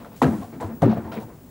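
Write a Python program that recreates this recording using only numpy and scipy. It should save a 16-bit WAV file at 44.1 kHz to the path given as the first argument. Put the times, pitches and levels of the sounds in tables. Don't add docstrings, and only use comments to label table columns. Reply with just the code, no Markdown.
import sys
import numpy as np
from scipy import signal
from scipy.fft import rfft, irfft
from scipy.io import wavfile
from scipy.ndimage import uniform_filter1d

SR = 44100
rng = np.random.default_rng(int(sys.argv[2]) if len(sys.argv) > 2 else 0)


def inscribe(sig):
    pcm = np.round(np.clip(np.atleast_2d(sig).T, -1, 1) * 32767)
    wavfile.write(sys.argv[1], SR, pcm.astype(np.int16))


def voltage_ratio(level):
    return 10 ** (np.asarray(level, float) / 20)


N = 66150
T = np.arange(N) / SR

# (frequency [Hz], level [dB per Hz])
AIR_SPECTRUM = [(18, -49), (30, 1.5), (173, -1.5), (265, -0.5), (297, -10.5), (382, -9), (437, -12),
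                (2470, -31.5), (3500, -34.5), (6600, -40)]
# (frequency [Hz], level [dB per Hz])
HISS_SPECTRUM = [(1180, -45), (2000, -41), (2760, -17), (7260, -8), (13200, -11.5), (14700, -9), (15200, 1)]
# (frequency [Hz], left minus right [dB])
TRACK_TILT = [(60, 2.0), (240, 2.0), (950, 1.5), (3770, 0.5), (15000, 1.5)]
# (time [s], level [dB], length [s], time to fall 60 dB [s])
CRACKS = [(0.162, -55.5, 0.069, .1), (0.2214, -41.5, 0.011, 0.086), (0.256, -56, .003, 0.14),
          (0.267, -55, 0.11, 0.72), (0.423, -63.5, .03, 0.076), (0.605, -50.5, 0.0072, 0.21),
          (0.66, -66.5, 0.019, .1), (0.752, -58, 0.0011, 0.023), (0.8184, -47, 0.0043, 0.065),
          (0.826, -56, 0.02, .05), (1.12, -59.5, 0.035, .08), (1.199, -58, 0.036, 0.061)]
# (frequency [Hz], level [dB per Hz])
CRACK_SPECTRUM = [(3000, -5), (5000, -5), (8000, -3.5), (12000, -8), (13500, -16), (15000, -36)]
# (time [s], pitch [Hz], level [dB])
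SNAPS = [(0.047, 1270, -32.5), (0.2181, 945, -7.5), (.2195, 1930, -16.5), (.2255, 1070, -15.5),
         (.2262, 2440, -22.5), (.2325, 1310, -12.5), (.2435, 1600, -15), (.245, 4080, -34),
         (.253, 1230, -17.5), (.2625, 1360, -23), (.2675, 1010, -25), (.282, 1470, -43), (.292, 1290, -39),
         (0.609, 990, -26.5), (0.8195, 1020, -19), (.8275, 917, -21.5), (0.8325, 950, -21),
         (.838, 930, -21), (.849, 1270, -33), (.85, 2860, -39), (.857, 805, -23), (.865, 900, -31),
         (.8805, 1280, -34), (.899, 1220, -30.5), (.907, 910, -31), (.933, 796, -35), (.944, 910, -37),
         (.969, 780, -39), (.977, 990, -31), (1.1165, 2260, -45), (1.121, 3160, -39.5), (1.122, 5100, -46),
         (1.157, 2540, -40), (1.166, 2260, -36), (1.172, 2450, -36), (1.178, 2200, -37), (1.186, 2280, -37),
         (1.192, 2400, -46)]
# (time [s], pitch [Hz], level [dB], swell [s], time to fall 60 dB [s])
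RAPS = [(.218, 858, -18, 0.0011, 0.056), (.2184, 467.3, -19.5, 0.0037, 0.13),
        (.2186, 1000, -28, 0.0025, 0.13), (.226, 689, -28, 0.018, 0.082), (.258, 316, -23.5, 0.0066, 0.16),
        (.419, 725, -37, 0.015, 0.14), (.421, 1070, -41.5, 0.0099, 0.11),
        (.529, 2260, -54.5, 0.0043, 0.082), (.603, 658, -38.5, 0.016, .11), (.606, 439, -39, 0.014, 0.083),
        (.612, 983.5, -37, 0.018, 0.2), (.608, 820, -45, .01, .1), (.642, 325.4, -37, 0.011, 0.092),
        (.8212, 764, -18.5, 0.012, 0.029), (.826, 538.6, -21.5, 0.011, 0.13),
        (.8222, 1190, -33.5, 0.0085, 0.079), (.855, 375.5, -18.5, 0.0091, 0.13),
        (.894, 823, -32.5, 0.0065, 0.063), (.925, 715, -30.5, 0.0091, 0.078),
        (.965, 441.4, -31.5, 0.0077, 0.089), (.968, 690, -36, .006, 0.094), (1.051, 996, -45, 0.0091, .07),
        (1.071, 891, -39.5, 0.012, 0.2), (1.124, 679, -36, 0.012, 0.11), (1.119, 1385, -40, .004, 0.11),
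        (1.165, 445, -34, 0.0096, 0.14), (1.131, 5500, -58, .01, .12), (1.141, 3800, -58, 0.011, .25),
        (1.216, 900, -41.5, 0.01, 0.12)]
# (time [s], pitch [Hz], level [dB], swell [s], time to fall 60 dB [s])
BENDS = [(.001, 230, -37, 0.0086, 0.078), (.2192, 256, -12, 0.0094, .2), (.2194, 179, -13.5, 0.0064, .08),
         (.239, 149.7, -9.5, 0.012, 0.12), (.268, 88, -20.5, .013, 0.13), (.284, 222.2, -13, 0.0068, .25),
         (.342, 200.4, -24.5, 0.013, 0.23), (.38, 267, -32.5, 0.023, 0.12), (.4, 99, -32.5, 0.011, .2),
         (.47, 217.5, -37.5, 0.014, 0.21), (.554, 254, -35, 0.031, 0.18), (.633, 97.2, -23.5, 0.026, 0.13),
         (.679, 227.4, -29, 0.012, 0.24), (.729, 249.3, -33, 0.0087, 0.17),
         (.829, 115.6, -12.5, 0.032, 0.23), (.8205, 278.8, -16, 0.0057, 0.17),
         (.8208, 154, -10.5, 0.0056, 0.076), (.851, 271.8, -10.5, 0.0095, 0.1),
         (.875, 220, -15.5, .022, .2), (.958, 206, -30.5, .01, 0.07), (.961, 263, -24.5, 0.0094, .1),
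         (.986, 262.4, -28.5, 0.012, 0.19), (.972, 116.8, -25.5, .011, .16), (1.048, 92, -32, 0.014, .11),
         (1.045, 214.8, -30.5, .015, 0.14), (1.169, 218.6, -23, 0.018, 0.075), (1.24, 117, -40, .02, 0.12)]
# (time [s], boom [dB], clack [dB], grit [dB], contact length [s])
KNOCKS = [(0.0, -40.5, -44.5, -57.5, 0.028), (0.048, -70, -41.5, -58, 0.02),
          (0.117, -69, -48, -57.5, 0.032), (0.2163, -14, -23, -38.5, 0.019),
          (0.237, -20.5, -27, -63, 0.0049), (0.258, -42, -24.5, -67, 0.0068),
          (0.32, -26.5, -41, -59, 0.014), (0.414, -35.5, -45.5, -57.5, 0.019),
          (0.521, -34, -52, -58, 0.029), (0.6, -29.5, -31.5, -49, 0.034), (0.674, -33.5, -39.5, -66, 0.042),
          (.812, -38, -43, -57, .005), (0.818, -18, -22.5, -43, 0.02), (0.869, -22.5, -35, -50, 0.0077),
          (0.894, -29, -31, -47, 0.033), (0.958, -27.5, -35.5, -56, 0.025),
          (1.039, -31.5, -44.5, -59.5, 0.037), (1.115, -34.5, -36, -45.5, 0.025),
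          (1.158, -31.5, -37, -51.5, 0.022), (1.209, -36.5, -43.5, -78, 0.012),
          (1.276, -44, -47, -84, 0.046)]
# (frequency [Hz], level [dB], time to fall 60 dB [s])
PLANK_MODES = [(88, -19, 0.35), (112.6, -3.5, 0.21), (152, -1, 0.14), (185.2, -1, 0.29), (220, 4, 0.12),
               (262.3, 1, 0.12), (311.9, 0, 0.11)]
# (frequency [Hz], level [dB], time to fall 60 dB [s])
BOARD_MODES = [(368.4, -1, 0.13), (431, -5.5, 0.24), (495.8, 10, 0.094), (581, 7.5, 0.037),
               (677, 9.5, 0.039), (761.4, 2, 0.12), (858, 3, 0.05), (976, 2, 0.13), (1100, -29, 0.073),
               (1290, -53, 0.058), (1360, -40, 0.18), (1570, -46, 0.071), (1770, -17, 0.068),
               (2000, -19, 0.023)]
# (frequency [Hz], level [dB per Hz])
GRIT_SPECTRUM = [(900, 0), (1500, -3), (2500, -5), (4000, -8.5), (6000, -19), (9000, -35)]


def evened(x):
    return x / np.sqrt(np.mean(x ** 2) + 1e-20)


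def coloured(x, points, share=1):
    point_hz, point_db = np.transpose(points)
    hz = np.fft.rfftfreq(x.shape[-1], 1 / SR)
    level_db = np.interp(np.log(hz + 1), np.log(point_hz + 1), point_db)
    return irfft(rfft(x) * voltage_ratio(share * level_db), x.shape[-1])


def ring(x, hz, width_hz):
    r = np.exp(-np.pi * width_hz / SR)
    pole = r * np.exp(2j * np.pi * hz / SR)
    return 2 * signal.lfilter([1 - r], [1, -pole], x).real


def body(x, modes):
    out, power = np.zeros(N), 0
    for hz, db, t60 in modes:
        noise_gain = np.sqrt(2 * np.pi * 2.91 / t60 / SR)
        out += voltage_ratio(db) * ring(x, hz, 1.9 / t60) / noise_gain
        power += voltage_ratio(2 * db)
    return out / np.sqrt(power)


def grains():
    lumps = evened(uniform_filter1d(rng.standard_normal(N), size=120))
    lump_db = 1.5
    return evened(rng.standard_normal(N) * voltage_ratio(lump_db * lumps))


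def yard():
    return voltage_ratio(-45.5) * evened(coloured(rng.standard_normal(N), AIR_SPECTRUM))


def tape_hiss():
    left, other = rng.standard_normal((2, N))
    same = 0.8
    right = same * left + np.sqrt(1 - same ** 2) * other
    return voltage_ratio(-54.5) * evened(coloured(np.array([left, right]), HISS_SPECTRUM))


def line_whine():
    slow, rough, tick_noise, beat_noise = rng.standard_normal((4, N))
    line_hz, fuzz_width_hz, ticks_per_s = 15625, 83, 120
    width = int(0.06 * SR)
    drift = evened(uniform_filter1d(uniform_filter1d(slow, width), width))
    flutter = voltage_ratio(6.5 * np.tanh(drift))
    tone = voltage_ratio(-58) * np.sin(2 * np.pi * line_hz * T)
    fuzz = voltage_ratio(-65.5) * evened(ring(ring(rough, line_hz, fuzz_width_hz), line_hz, fuzz_width_hz))
    tick_now = rng.random(N) < ticks_per_s / SR
    ticks = voltage_ratio(-72) * evened(ring(tick_noise * tick_now, line_hz, 900))
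    beat = voltage_ratio(-76.5) * evened(ring(beat_noise, 11650, 250))
    whine = flutter * signal.hilbert(tone + fuzz + ticks + beat)
    return np.array([whine, whine * np.exp(-0.4j)]).real


def cracks():
    level = np.zeros(N)
    for start, db, length, t60 in CRACKS:
        after = np.maximum(T - start - length, 0)
        level += voltage_ratio(db - 60 * after / t60) * np.clip((T - start) / 0.0013, 0, 1)
    return level * evened(coloured(grains(), CRACK_SPECTRUM))


def snaps():
    t60, rise_s, roughness = 0.013, 0.00064, 0.31
    out = np.zeros(N)
    rough = 1 + roughness * evened(uniform_filter1d(rng.standard_normal(N), size=12))
    for start, hz, db in SNAPS:
        u = np.maximum(T - start, 0)
        level = voltage_ratio(db - 60 * u / t60) * np.minimum(u / rise_s, 1)
        out += level * np.sin(2 * np.pi * hz * u)
    return out * rough


def rings(table, wobble):
    out = np.zeros(N)
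    width = int(0.003 * SR)
    rub = evened(uniform_filter1d(uniform_filter1d(rng.standard_normal((2, N)), width), width))
    for k, (start, hz, db, swell, t60) in enumerate(table):
        u = np.maximum(T - start, 0)
        a, b = wobble * np.roll(rub, 999 * k, axis=1)
        fade = voltage_ratio(db - 60 * np.maximum(u - swell, 0) / t60)
        level = fade * np.sin(np.pi / 2 * np.minimum(u / swell, 1))
        phase = 2 * np.pi * hz * u
        out += level * ((1 + a) * np.sin(phase) + b * np.cos(phase))
    return out


def raps():
    return rings(RAPS, 0.7)


def bends():
    return rings(BENDS, 0.15)


def force(column, rise_s, t60):
    shake_db, shake_t60 = -16, 1
    power = np.zeros(N)
    for row in KNOCKS:
        u = T - row[0]
        after = np.maximum(u - row[4], 0)
        fade = voltage_ratio(-60 * after / t60) + voltage_ratio(shake_db - 60 * after / shake_t60)
        power += (voltage_ratio(row[column]) * np.clip(u / rise_s, 0, 1) * fade) ** 2
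    return np.sqrt(power)


def hooves():
    boom = body(force(1, 0.0086, 0.28) * rng.standard_normal(N), PLANK_MODES)
    clack = body(force(2, 0.00051, 0.15) * grains(), BOARD_MODES)
    wood_top_hz = 1886
    wood = signal.sosfilt(signal.butter(4, wood_top_hz, fs=SR, output="sos"), boom + clack)
    crunch = force(3, 0.0018, 0.19) * evened(coloured(grains(), GRIT_SPECTRUM))
    return wood + crunch


def scene():
    mono = yard() + cracks() + snaps() + raps() + bends() + hooves()
    late = voltage_ratio(-50) * np.roll(mono, 300)
    return np.array([mono + late, mono - late])


def band_limit(x):
    return signal.sosfilt(signal.butter(12, 17030, fs=SR, output="sos"), x)


def record(dry):
    low_cut_hz, top_hz = 68, 15850
    heard = signal.sosfilt(signal.butter(2, low_cut_hz, "high", fs=SR, output="sos"), dry)
    taped = heard + tape_hiss() + line_whine()
    left = coloured(taped[0], TRACK_TILT, 0.5)
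    right = coloured(taped[1], TRACK_TILT, -0.5)
    treble_limit = signal.firwin(511, top_hz, window=("kaiser", 9), fs=SR)
    mix = signal.oaconvolve(np.array([left, right]), treble_limit[None], "same")
    return band_limit(mix)


dry = scene()
out = record(dry)
inscribe(out)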